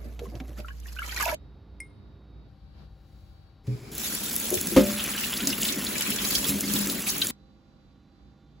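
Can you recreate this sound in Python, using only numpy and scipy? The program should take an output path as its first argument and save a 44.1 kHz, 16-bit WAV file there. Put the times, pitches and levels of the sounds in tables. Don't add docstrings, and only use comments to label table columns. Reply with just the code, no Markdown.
import sys
import numpy as np
from scipy import signal
from scipy.fft import rfft, irfft, next_fast_len
from scipy.io import wavfile
from scipy.ndimage import map_coordinates

SR = 44100
rng = np.random.default_rng(int(sys.argv[2]) if len(sys.argv) > 2 else 0)


def put_to_file(sound):
    columns = np.atleast_2d(sound).T
    safe = np.clip(columns, -1, 1)
    whole_steps = np.round(safe * 32767)
    wavfile.write(sys.argv[1], SR, whole_steps.astype(np.int16))


N = 379252
LIFT_END, SINK_START, SINK_END = 1.349, 2.48, 7.311


def amp(db):
    return 10 ** (np.asarray(db) / 20)


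def unit(x):
    return x / np.sqrt(np.mean(x ** 2) + 1e-20)


def clock(length):
    return np.arange(round(length * SR)) / SR


def along(points, hz):
    f, v = np.transpose(points)
    return np.interp(np.log(hz + 1), np.log(f + 1), v)


def curves(rows):
    s, *cols = np.transpose(rows)
    return [np.interp(np.arange(N), s * SR, c) for c in cols]


def between(start, end):
    t = clock(N / SR)
    return np.clip(np.minimum(t - start, end - t) / .004 + .5, 0, 1)


def ramp(start, length):
    return np.clip((clock(N / SR) - start) / length, 0, 1)


def swells(rows):
    t = clock(N / SR)
    return sum(db * np.exp(-((t - s) / half) ** 2) for s, half, db in rows)


def wobble(rate):
    coarse = np.arange(0, N, 32)
    knots = rng.standard_normal(int(N * rate / SR) + 4)
    return np.interp(np.arange(N), coarse, map_coordinates(knots, [coarse * rate / SR]))


def filtered(x, response):
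    n = x.shape[-1]
    m = next_fast_len(n + 8192, True)
    return irfft(rfft(x, m) * response(np.fft.rfftfreq(m, 1 / SR)), m)[..., :n]


def coloured(x, spectrum):
    return unit(filtered(x, lambda hz: amp(along(spectrum, hz))))


def burst(t, hz, octaves):
    noise = rng.standard_normal(len(t))
    return unit(filtered(noise, lambda f: 1 / (1 + (np.log2((f + 1) / hz) / octaves) ** 2)))


def tone(hz, db, waver_db):
    level = amp(db + waver_db * wobble(5))
    phase = 2 * np.pi * hz * clock(N / SR) + .55 * wobble(6)
    return level * np.sqrt(2) * np.sin(phase)


def add(track, s, sound):
    part = track[max(round(s * SR), 0):][:len(sound)]
    part += sound[:len(part)]


def patter(rate, spread_db):
    hits = np.flatnonzero(rng.random(N) < rate / SR)
    push, size = rng.standard_normal((len(hits), 2)).T
    return unit(np.bincount(hits, push * amp(spread_db * np.clip(size, -2, 2)), N))


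def patchy(x, depth_db, width_hz, life):
    hz, t, z = signal.stft(x, SR, nperseg=256)
    rows, cols = np.meshgrid(hz / width_hz, t / life, indexing="ij")
    knots = rng.standard_normal((int(rows.max()) + 3, int(cols.max()) + 3))
    field = np.clip(map_coordinates(knots, [rows, cols], order=2), -2, 2)
    return unit(signal.istft(z * amp(depth_db * field), nperseg=256)[1][:N])


def bubble(t, hz, cycles, rise):
    age = t * hz / cycles
    glide = 1 + rise * age / (2 + age)
    return np.sin(2 * np.pi * hz * t * glide) * np.exp(-age) * (1 - np.exp(-t * hz))


def froth(start, end, count, hz, octaves, cycles, spread_db):
    t, n = clock(.02).astype(np.float32), round((end - start) * SR)
    when, size = rng.random((2, count, 1))
    pitch = hz * 2 ** (octaves * rng.standard_normal((count, 1)))
    pitch = np.clip(pitch, 600, 12000).astype(np.float32)
    loudness = amp(-spread_db * np.log(np.maximum(size, .02)))
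    rings = loudness * bubble(t, pitch, float(cycles), rise=.05)
    places = (when * n).astype(int) + np.arange(len(t))
    cloud = np.zeros(N)
    add(cloud, start, unit(np.bincount(places.ravel(), rings.ravel())))
    return cloud


def ring(modes, soft_hz, attack):
    t, total = clock(0.76), 0
    for hz, db, t60 in modes:
        mode = amp(db - 60 * t / t60) * np.sin(2 * np.pi * hz * t + rng.normal(0, .5))
        total = total + mode / (1 + (hz / soft_hz) ** 4)
    return total * (1 - np.exp(-t / attack))


def echo(x, t60):
    t = clock(.4)
    tail = rng.standard_normal(len(t)) * amp(-60 * t / t60) * (t > .001)
    return signal.fftconvolve(x, tail / np.linalg.norm(tail))[:N]


# (frequency [Hz], relative level [dB])
AIR_BOWL = [(20, -36), (35, -21), (52, -3.5), (85, -2.5), (160, -11), (330, -18.5), (450, -23.5),
            (1000, -29.5), (2200, -40.5), (3200, -42.5), (4500, -40.5), (6500, -60), (9000, -63.5),
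            (15000, -63)]
AIR_SINK = [(20, -23.5), (48, 3), (95, -1), (160, -9.5), (300, -22), (500, -24), (1400, -31), (2200, -38),
            (4500, -36), (6500, -52.5), (11000, -54), (15000, -58.5)]
AIR_AFTER = [(20, -28), (55, 1), (90, -7), (280, -9), (420, -20), (1000, -26), (2200, -34.5), (4200, -35),
             (6500, -44), (9000, -52), (15000, -59)]
CUT_TIMES = [-1, LIFT_END, SINK_START, SINK_END, 10]
# (air level [dB], mains drone level [dB], drone throb [0-1],
# motor pitch [Hz], motor level [dB], strongest whine level [dB], left minus right [dB])
ROOM_SPOTS = [(-53.5, -39, 0.02, 460, -72, -77, -2), (-51, -51, 0.4, 398, -69, -77.5, -1.8),
              (-52, -59.5, .5, 780, -73, -79, 3), (-57.5, -67, .6, 791, -77.5, -81, -3.5)]
# (pitch [Hz], ...)
WHINE_PITCHES = [
    [3774],
    [3772],
    [3892, 4484],
    [3960, 3564, 4580],
]
# (pitch [Hz], level [dB rms])
FRIDGE_TONES = [(145, -64.5), (200, -68.5), (292, -71.5), (333.8, -75), (526, -77.5), (1135, -83),
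                (1415, -83)]
# (time [s], half length [s], gain [dB])
ROOM_RUSTLE = [(2.81, 0.058, 7.5)]
MAINS_HZ, THROB_HZ = 58.7, 3.4
WHINE_STEP_DB, WHINE_WAVER_DB = 3, 2.2


def room():
    t = clock(N / SR)
    mains = np.sqrt(2) * np.sin(2 * np.pi * MAINS_HZ * t)
    beat = np.cos(2 * np.pi * THROB_HZ * t)
    out = sum(tone(hz, db, waver_db=2.5) for hz, db in FRIDGE_TONES)
    rustle_db = swells(ROOM_RUSTLE)
    colours = [AIR_BOWL, AIR_BOWL, AIR_SINK, AIR_AFTER]
    for start, end, colour, spot, pitches in zip(CUT_TIMES, CUT_TIMES[1:], colours, ROOM_SPOTS, WHINE_PITCHES):
        air_db, drone_db, throb, motor_hz, motor_db, whine_db, _ = spot
        air = amp(air_db + rustle_db) * coloured(rng.standard_normal(N), colour)
        drone = amp(drone_db) * (1 + throb * beat) * mains
        motor = tone(motor_hz, motor_db, waver_db=1)
        whine = sum(tone(hz, whine_db - WHINE_STEP_DB * k, waver_db=WHINE_WAVER_DB)
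                    for k, hz in enumerate(pitches))
        out = out + (air + drone + motor + whine) * between(start, end)
    return out


POCKET_CYCLES, POCKET_SWELL_CYCLES = 9.5, 2.6
SPLASH_DB = -21


def pocket(t, hz, rise, churn):
    age = t * hz / POCKET_CYCLES
    clear = np.sqrt(1 - churn) * bubble(t, hz, POCKET_CYCLES, rise)
    blurred = np.sqrt(churn / 2) * burst(t, hz, octaves=0.16) * np.exp(-age)
    splash = amp(SPLASH_DB - 60 * t / .04) * burst(t, hz, octaves=.6)
    return (clear + blurred + splash) * (1 - np.exp(-(t * hz / POCKET_SWELL_CYCLES) ** 2))


# (frequency [Hz], relative level [dB])
TRICKLE_COLOUR = [(200, 2.5), (600, 2.5), (1300, 0.5), (2500, 3), (3400, 0.5), (4500, 2.5), (7000, 0.5),
                  (11000, 0.5), (15500, -0.5)]
# (time [s], half length [s], gain [dB])
LEAF_SLOSHES = [(.25, 0.023, 6.5), (.49, 0.015, 6.5), (.59, 0.024, 13), (.875, 0.043, 9), (1.075, 0.024, 4),
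                (1.172, 0.006, 4), (1.225, .014, 4), (1.285, 0.013, 5.5)]
# (time [s], level [dB], pitch [Hz], upward glide [share of the pitch])
BOWL_DRIPS = [(.254, -37, 1070, 0), (.645, -31, 1323, .08), (.683, -37.5, 1030, 0.095),
              (.684, -35, 2870, 0.057), (.703, -35, 1500, 0.17), (.857, -36.5, 1670, 0.18),
              (.882, -39.5, 2700, .1), (.964, -29, 1500, 0.02), (.971, -36, 2300, 0.18),
              (.987, -22.5, 2640, 0.18), (.99, -23.5, 1390, .25), (1.018, -23, 1286, 0.13),
              (1.026, -29, 2080, 0.12), (1.032, -35.5, 3200, .05), (1.042, -35.5, 1950, 0),
              (1.058, -36, 3000, .05), (1.094, -27.5, 3080, .06), (1.104, -32, 2280, 0),
              (1.113, -28, 4300, .1), (1.122, -30, 1440, .1), (1.124, -27.5, 1880, .02),
              (1.163, -22.5, 2290, .08), (1.164, -23, 4030, .1), (1.166, -30, 1450, .05),
              (1.174, -23.5, 1880, .04), (1.187, -27, 2300, 0), (1.197, -27.5, 1026, 0.087),
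              (1.198, -24.5, 1865, .04), (1.203, -22.5, 1470, .05), (1.205, -19.5, 1170, .08),
              (1.212, -24.5, 2020, .05), (1.22, -23.5, 948, 0.0046), (1.226, -19, 1604, .04),
              (1.236, -23.5, 910, 0.013), (1.254, -16.5, 2510, 0.085), (1.257, -22.5, 660, .03),
              (1.261, -21.5, 925, .1), (1.275, -26, 1440, .04), (1.277, -17.5, 660, .02),
              (1.279, -24.5, 930, 0), (1.285, -23, 2650, .04), (1.289, -21, 2205, .03),
              (1.291, -22, 1314, .03), (1.297, -27, 885, 0.01), (1.313, -25.5, 943, .03),
              (1.315, -29, 1620, 0.081), (1.323, -17, 613, .02)]
TRICKLE_DB, CREST_DB, LIFT_S, CREST_S, EBB_DB_PER_S = -65, -38, 0.85, 1.235, 50.5
SEATED_S, POUR_S = .61, 1.09
CHURN_ALONE, CHURN_CROWDED = .02, .12
PATCH_DB = 3.2


def draining():
    t = clock(.15)
    ebb_db = EBB_DB_PER_S * np.maximum(clock(N / SR) - CREST_S, 0)
    flow_db = TRICKLE_DB + (CREST_DB - TRICKLE_DB) * ramp(LIFT_S, CREST_S - LIFT_S) - ebb_db
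    flow_db = flow_db + swells(LEAF_SLOSHES) + 2.0 * wobble(55.23)
    drops = patchy(patter(rate=7000, spread_db=4.5), depth_db=PATCH_DB, width_hz=800, life=.014)
    crackle = coloured(drops, TRICKLE_COLOUR)
    pouring = ramp(POUR_S - .04, 0.091)
    bubbles = froth(0, LIFT_END, count=1300, hz=2197, octaves=.6, cycles=11, spread_db=4.5)
    water = amp(flow_db + 5) * (amp(-1.2 * pouring) * crackle + amp(-8 + 1.2 * pouring) * bubbles)
    slosh = coloured(rng.standard_normal(N), [(60, -6), (110, 10.5), (170, 1), (250, 0.0), (600, -1.0),
                                              (900, -15.5), (2000, -23), (6000, -46)])
    water += amp(-52 + 5.7 * wobble(29.7)) * slosh * between(-1, SEATED_S)
    for s, db, hz, rise in BOWL_DRIPS:
        churn = CHURN_CROWDED if s > POUR_S else CHURN_ALONE
        add(water, s, amp(db) * pocket(t, hz, rise, churn))
    return water + amp(-13.5) * echo(water, t60=0.231)


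# (time [s], level before the thud's trim [dB], pitch [Hz])
PLASTIC_BUMPS = [(.057, -32.5, 233), (.215, -28, 475), (.231, -29.5, 394), (0.275, -32, 213),
                 (.318, -39.5, 718), (.323, -32, 325), (.402, -35.5, 756), (.403, -24.5, 253),
                 (.418, -29.5, 265), (.49, -38, 306), (.582, -32.5, 218), (.592, -33, 600),
                 (4.514, -21, 440), (4.519, -14, 365.3), (4.524, -24.5, 596), (4.555, -21.5, 351),
                 (4.568, -25.5, 100), (4.665, -20.5, 170), (4.72, -20, 331), (6.372, -25, 60)]
THUD_NOISE_DB = -5


def bumps():
    out, t = np.zeros(N), clock(.15)
    for s, db, hz in PLASTIC_BUMPS:
        noise = rng.standard_normal(len(t))
        puff = unit(filtered(noise, lambda f: 1 / (1 + (np.log2((f + 1) / hz) / .6) ** 4)))
        note = np.sqrt(2) * np.sin(2 * np.pi * hz * t)
        envelope = amp(db - 10.5 - 60 * t / 0.18) * (1 - np.exp(-t / 0.0013))
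        add(out, s, envelope * (amp(THUD_NOISE_DB) * puff + note))
    return out


# (time [s], level before the drop's trim [dB], centre [Hz])
PLASTIC_DROPS = [(.193, -38, 1100), (.193, -32, 2820), (.26, -47, 8000), (.353, -38, 3700),
                 (0.401, -32, 2080), (.492, -49, 7000), (0.601, -35.5, 2870), (0.659, -43, 8500),
                 (.6828, -35.5, 1560), (.8, -36.5, 8850), (.87, -40, 7000), (.927, -39, 5500),
                 (.993, -32, 11000), (1.063, -29.5, 6000), (1.119, -28, 4600), (1.145, -28, 6200),
                 (1.163, -24, 6000), (1.175, -24.5, 5000), (1.21, -21, 5800), (1.226, -17.5, 8000),
                 (1.256, -18.5, 8000), (3.917, -33, 8000), (3.951, -22, 9000), (3.981, -17, 12000),
                 (4.1505, -13.5, 14000), (4.331, -17, 11000), (4.356, -14, 13500), (4.363, -10, 10300),
                 (4.4, -16, 10700), (4.504, -13, 10000), (4.541, -11.5, 8560), (4.5527, -11.5, 12970),
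                 (4.574, -23, 2240), (4.612, -12, 9600), (4.671, -14.5, 9100), (5.04, -12, 10900),
                 (5.4723, -8.5, 6420), (5.618, -15, 9000), (5.632, -14.5, 6710), (5.724, -17, 6670),
                 (5.849, -18, 9000), (5.981, -15.5, 7000), (6.009, -13, 10500), (6.022, -15.5, 6300),
                 (6.104, -11.5, 10280), (6.162, -16.5, 7000), (6.2495, -18, 3980), (6.288, -15.5, 11000),
                 (6.443, -14.5, 9000), (6.6077, -13, 8100), (6.737, -12, 8100), (6.872, -17, 7500),
                 (7.094, -17, 7040), (7.102, -13, 11000), (7.182, -15, 10900), (7.2694, -14, 7500)]


def drops_on_plastic():
    out, t = np.zeros(N), clock(.06)
    for s, db, hz in PLASTIC_DROPS:
        t60 = 0.023 * np.sqrt(6000 / hz)
        add(out, s, amp(db - 5.5 - 60 * t / t60) * burst(t, hz, octaves=0.63))
    return out


# (frequency [Hz], relative level [dB], 60 dB decay [s])
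DISH_MODES = [(2138, 0, 0.1), (2143, -12, 0.29), (2220, -14, .08), (5180, -14.5, 0.08), (5600, -22, 0.05),
              (7980, -18, 0.076), (9170, 2.5, 0.024), (9230, -9, 0.068), (10750, -16, .04),
              (11280, -19, 0.046), (12850, -20, .04)]
DISH_S = 1.8028
CRACK_DB = -48
DISH_ROOM_DB, DISH_ROOM_T60_S = -17, .3


def dish():
    ping = np.zeros(N)
    add(ping, DISH_S, amp(-34.5) * ring(DISH_MODES, soft_hz=18000, attack=0.00039))
    t = clock(.02)
    add(ping, DISH_S, amp(CRACK_DB - 60 * t / 0.013) * burst(t, hz=6500, octaves=1.1))
    return ping + amp(DISH_ROOM_DB) * echo(ping, t60=DISH_ROOM_T60_S)


# (time [s], half length [s], level [dB])
HISS_BEFORE_TAP = (3.2, 0.24, -72)


def faint_hiss():
    s, half, db = HISS_BEFORE_TAP
    hiss = coloured(rng.standard_normal(N), [(1000, -3), (5000, 0), (8000, -5), (15000, -4)])
    return hiss * amp(db) * np.exp(-((clock(N / SR) - s) / half) ** 2)


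# (frequency [Hz], relative level [dB], 60 dB decay [s])
VALVE_MODES = [(124.3, 0, 0.9), (215, -12, 0.31), (291.3, -13, 0.27), (409, -13.5, 0.23), (526, -19, 0.14)]
# (frequency [Hz], relative level [dB])
PIPE_COLOUR = [(100, 24), (340, 21), (415, 27), (500, 11.5), (900, 6), (2000, 3), (2330, 10), (2700, -1),
               (4300, 1), (5200, 4), (5900, -4), (6700, -1.5), (11000, -4.5), (15000, -9)]
VALVE_S, JETS_S, BUILD_S, BUILD_DB = 3.675, 3.91, 0.099, 12.5


def tap():
    pipe = np.zeros(N)
    add(pipe, VALVE_S, amp(-21.5) * ring(VALVE_MODES, soft_hz=903, attack=0.0041))
    pipe *= amp(-14 * between(3.755, SINK_END))
    t = clock(.06)
    spurt = amp(-48.5 - 60 * t / 0.059) * burst(t, hz=2400, octaves=1.8)
    add(pipe, VALVE_S - .006, spurt)
    hiss = coloured(rng.standard_normal(N), PIPE_COLOUR) * amp(-47 + 4.2 * ramp(VALVE_S, JETS_S - VALVE_S))
    return pipe + hiss * ramp(VALVE_S - .045, 0.059) * between(SINK_START, JETS_S + BUILD_S)


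# (time [s], level [dB])
RUNOFF_LEVEL = [(4.0, -43), (4.7, -38), (4.9, -37), (5.02, -43), (5.22, -40.5), (5.52, -38.5),
                (6.73, -36.5), (7.0, -40), (7.3, -40.5)]
# (time [s], half length [s], gain [dB])
JET_SWEEPS = [(5.485, 0.02, 2.5), (5.66, 0.051, 4), (6.12, 0.045, 2.5), (6.32, 0.095, 4.5),
              (6.495, 0.025, 9), (6.765, 0.07, 4.5), (6.9, .02, 4.5), (7.09, 0.015, 7), (7.295, 0.0093, 1)]
JET_DB = -36.5
STILL_DB, TUMBLE_DB, PICKUP_S, SETTLE_DB_PER_S = -41.5, -36.5, 4.72, 1.5


def spray_levels():
    flow_db = BUILD_DB * (ramp(JETS_S, BUILD_S) - 1)
    held = ramp(PICKUP_S, 0.055)
    settling_db = SETTLE_DB_PER_S * np.maximum(clock(N / SR) - PICKUP_S, 0)
    tumble_db = TUMBLE_DB - settling_db + 1.6 * wobble(22)
    hiss_db = JET_DB + swells(JET_SWEEPS) + 0.58 * wobble(20)
    gurgle_db = STILL_DB + held * (tumble_db - STILL_DB)
    drum_db = curves(RUNOFF_LEVEL)[0] + 1.4 * wobble(16)
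    return flow_db + hiss_db, flow_db + gurgle_db, flow_db + drum_db


MOVE_TIMES = [0, 4.7, 5.0, 5.3, 5.7, 6.1, 6.5, 6.9, 7.3]
WALLS_DB, WALLS_T60_S = -10, .04


def walled(x):
    t = clock(N / SR)
    shares = [np.sqrt(np.interp(t, MOVE_TIMES, place)) for place in np.eye(len(MOVE_TIMES))]
    return unit(x + amp(WALLS_DB) * sum(share * echo(x, WALLS_T60_S) for share in shares))


# (frequency [Hz], relative level [dB])
JET_COLOUR = [(300, -7), (900, -9.5), (2000, -12), (3500, -2), (6500, -3.5), (11000, -0.5), (15500, -2)]
GURGLE_COLOUR = [(400, -16), (800, -3), (1400, 1.5), (2900, 1), (4500, -10.5), (7000, -25.5),
                 (12000, -40.5)]
BASIN_COLOUR = [(35, -52), (60, -36), (92, -18), (134, -10), (166, -12.5), (204, -1), (238, -3), (280, -7),
                (380, -9), (486, -15.5), (591, -15.5), (800, -30.5), (1040, -59), (1760, -120)]
# (frequency [Hz], relative level [dB], 60 dB decay [s])
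SINK_MODES = [(79, -22.5, 0.22), (155.5, -17, 0.33), (202.2, -8, 0.5), (216.2, -14.5, 0.74),
              (242.6, -7, .2), (278.4, 1, 0.16), (337.4, -3, 0.15), (377.7, -10, 0.26), (450, -19, 0.23),
              (522.5, -1, 0.16), (586, -13, 0.55), (675, -26, 0.38), (872, -27.5, .25), (1046, -19, .1),
              (1177, -22, .1), (1244, -22, 0.2), (2714, -19, .12)]


def spray():
    hiss_db, gurgle_db, drum_db = spray_levels()
    swirl = ramp(PICKUP_S, 0.303)
    streams = patchy(patter(rate=16000, spread_db=4.0), depth_db=PATCH_DB, width_hz=426.3, life=.018)
    jets = coloured(walled(streams), JET_COLOUR) * amp(hiss_db + 5 + 1.5 * wobble(170))
    fine_bubbles = froth(3.9, SINK_END, count=1500, hz=8015, octaves=.25, cycles=24, spread_db=4.0)
    fizz = amp(hiss_db - 6.5) * fine_bubbles
    trickles = patchy(patter(rate=3500, spread_db=1.0), depth_db=PATCH_DB, width_hz=260, life=.02)
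    wash = coloured(trickles, GURGLE_COLOUR) * amp(0.84 * wobble(70))
    bubbles = froth(3.9, SINK_END, count=2000, hz=2607, octaves=.45, cycles=9, spread_db=2.2)
    beans = amp(gurgle_db) * (amp(-3.5) * wash + amp(-10.5 + 4.1 * swirl) * bubbles)
    runoff = patter(rate=980, spread_db=0.0)
    steel = unit(signal.fftconvolve(runoff, ring(SINK_MODES, soft_hz=289.0, attack=0.0007))[:N])
    basin = coloured(patter(rate=900, spread_db=1.0), BASIN_COLOUR)
    drum = amp(drum_db) * (amp(-1) * basin + amp(-5.5) * steel)
    fat_drops = coloured(patter(rate=120, spread_db=1.5), GURGLE_COLOUR)
    spatter = amp(gurgle_db - 11) * fat_drops
    return (jets + fizz + spatter + beans + drum) * between(3.915, SINK_END)


# (time [s], level [dB], hardness as cut-off [Hz])
SINK_KNOCKS = [(4.764, -7, 2500), (4.786, -19, 300), (5.423, -21, 280), (5.47, -20.5, 280),
               (5.764, -22.5, 280), (6.08, -21.5, 205), (6.2, -25, 210), (6.492, -16, 245),
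               (6.63, -27.5, 300), (6.675, -22, 270), (6.738, -14.5, 240), (6.787, -19.5, 220),
               (6.868, -24, 340), (7.143, -22.5, 220)]


def knocks():
    out = np.zeros(N)
    for s, db, hz in SINK_KNOCKS:
        add(out, s, amp(db) * ring(SINK_MODES, soft_hz=hz, attack=0.0024))
    t, hardest = clock(.3), SINK_KNOCKS[0][0]
    jolt = amp(-21.5 - 60 * t / 0.17) * burst(t, hz=1360, octaves=1.43)
    add(out, hardest, jolt)
    shake = amp(-23.0 - 60 * t / 0.26) * np.sin(2 * np.pi * 58 * t)
    add(out, hardest, shake)
    return out


# (time [s], level before the splat's trims [dB], pitch [Hz], 60 dB decay of the slap [s])
BEAN_SPLATS = [(4.976, -28, 3100, 0.099), (4.992, -22.5, 3030, 0.13), (5.047, -25, 2450, 0.11),
               (5.136, -22, 3040, 0.035), (5.147, -25.5, 1603, 0.056), (5.176, -21, 2920, 0.035),
               (5.236, -15.5, 2630, 0.033), (5.242, -21, 3700, 0.027), (5.326, -21.5, 2930, 0.038),
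               (5.336, -19, 3260, 0.032), (5.366, -19, 4380, 0.043), (5.388, -22, 2320, 0.032),
               (5.403, -19.5, 3150, 0.045), (5.5, -18, 4870, 0.056), (5.5263, -15, 2800, 0.037),
               (5.624, -17.5, 2760, 0.034), (5.649, -17.5, 3330, .045), (5.683, -16.5, 3520, 0.063),
               (5.865, -18, 4050, 0.042), (5.952, -19.5, 2266, 0.045), (6.007, -15, 2940, 0.036),
               (6.116, -21, 2880, 0.045), (6.184, -17, 3360, 0.04), (6.304, -20, 4400, 0.031),
               (6.319, -17.5, 4370, .04), (6.35, -19, 3160, 0.026), (6.3508, -12, 4920, 0.044),
               (6.4416, -18.5, 3330, .04), (6.491, -20, 2520, 0.027), (6.634, -20.5, 2065, 0.02),
               (6.697, -21, 3000, .025), (6.758, -15, 3254, 0.024), (6.898, -16.5, 4045, 0.03),
               (7.066, -21.5, 2414, .04), (7.088, -17, 4930, 0.045), (7.2155, -9, 3830, 0.026),
               (7.22, -9.5, 3030, 0.026), (7.221, -26, 1490, 0.036)]


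def splats():
    out, t = np.zeros(N), clock(.06)
    for s, db, hz, t60 in BEAN_SPLATS:
        slap = amp(db - 3.5 - 60 * t / t60) * burst(t, hz, octaves=0.3)
        trapped = amp(db - 6.5) * bubble(t, hz, cycles=20.2, rise=0.06)
        add(out, s, (slap + trapped) * (1 - np.exp(-t / 0.0023)))
    return out


# (frequency [Hz], likeness [0-1])
CHANNEL_LIKENESS = [(60, .96), (300, .93), (560, .62), (800, .42), (1400, .45), (3000, .36), (5500, .35),
                    (6800, .85), (8400, .997), (15000, .997)]


def stereo(x, twist, t60, roam):
    size = next_fast_len(N + 8192, True)
    hz = np.fft.rfftfreq(size, 1 / SR)
    turn = np.arccos(np.clip(along(CHANNEL_LIKENESS, hz), -1, 1)) / 2
    half = np.exp(.5j * np.pi * np.interp(hz, *np.transpose(twist)))
    walls = echo(x, t60) * np.sqrt(2) * np.cos(np.pi / 4 + roam * wobble(6.2))
    mid, side = rfft(x, size) * np.cos(turn), rfft(walls, size) * np.sin(turn)
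    return irfft(np.array([(mid + side) * half, (mid - side) / half]), size)[:, :N]


def panned(db):
    return amp(np.array([db, -db]) / 2)


# (frequency [Hz], phase [half turns])
BOWL_TWIST = [(6500, 0), (8400, -.95), (9700, -1.05), (11300, -1.9), (13000, -2.1), (14500, -2.95),
              (15800, -3.05)]
SINK_TWIST = [(7300, 0), (8500, -.97), (9450, -1.03), (10400, -1.95), (11600, -2.05), (12750, -2.97),
              (13600, -3.03), (14600, -3.95)]
# (frequency [Hz], left minus right [dB])
SINK_BALANCE = [(60, 0), (200, 2), (380, 2.5), (520, .5), (700, 0), (3000, .3), (8000, 0)]
BOOM_ROOM_DB, BOOM_ROOM_T60_S = -12, .2


def scene():
    contacts = bumps() + drops_on_plastic() + splats()
    at_sink = between(SINK_START, SINK_END)
    bowl = (draining() + contacts) * between(-1, LIFT_END)
    water = (faint_hiss() + tap() + spray() + contacts) * at_sink
    boom = knocks()
    answer = np.array([echo(boom, BOOM_ROOM_T60_S), echo(boom, BOOM_ROOM_T60_S)])
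    boom = boom + amp(BOOM_ROOM_DB) * answer
    moments = zip(CUT_TIMES, CUT_TIMES[1:], ROOM_SPOTS)
    pan_db = sum(spot[-1] * between(start, end) for start, end, spot in moments)
    kitchen = stereo(bowl + room(), BOWL_TWIST, t60=0.071, roam=0.45) * panned(pan_db)
    sink = stereo(water, SINK_TWIST, t60=0.094, roam=2.43) + boom * at_sink
    return kitchen + filtered(sink, lambda hz: panned(along(SINK_BALANCE, hz))) + dish()


LOW_CUT_HZ, TOP_HZ = 31.5, 15900


def record(dry):
    def response(hz):
        low_cut = hz ** 4 / (hz ** 4 + LOW_CUT_HZ ** 4)
        return low_cut * np.clip((TOP_HZ - hz) / 400 + .5, 0, 1)
    return filtered(dry, response)


dry = scene()
out = record(dry)
put_to_file(out)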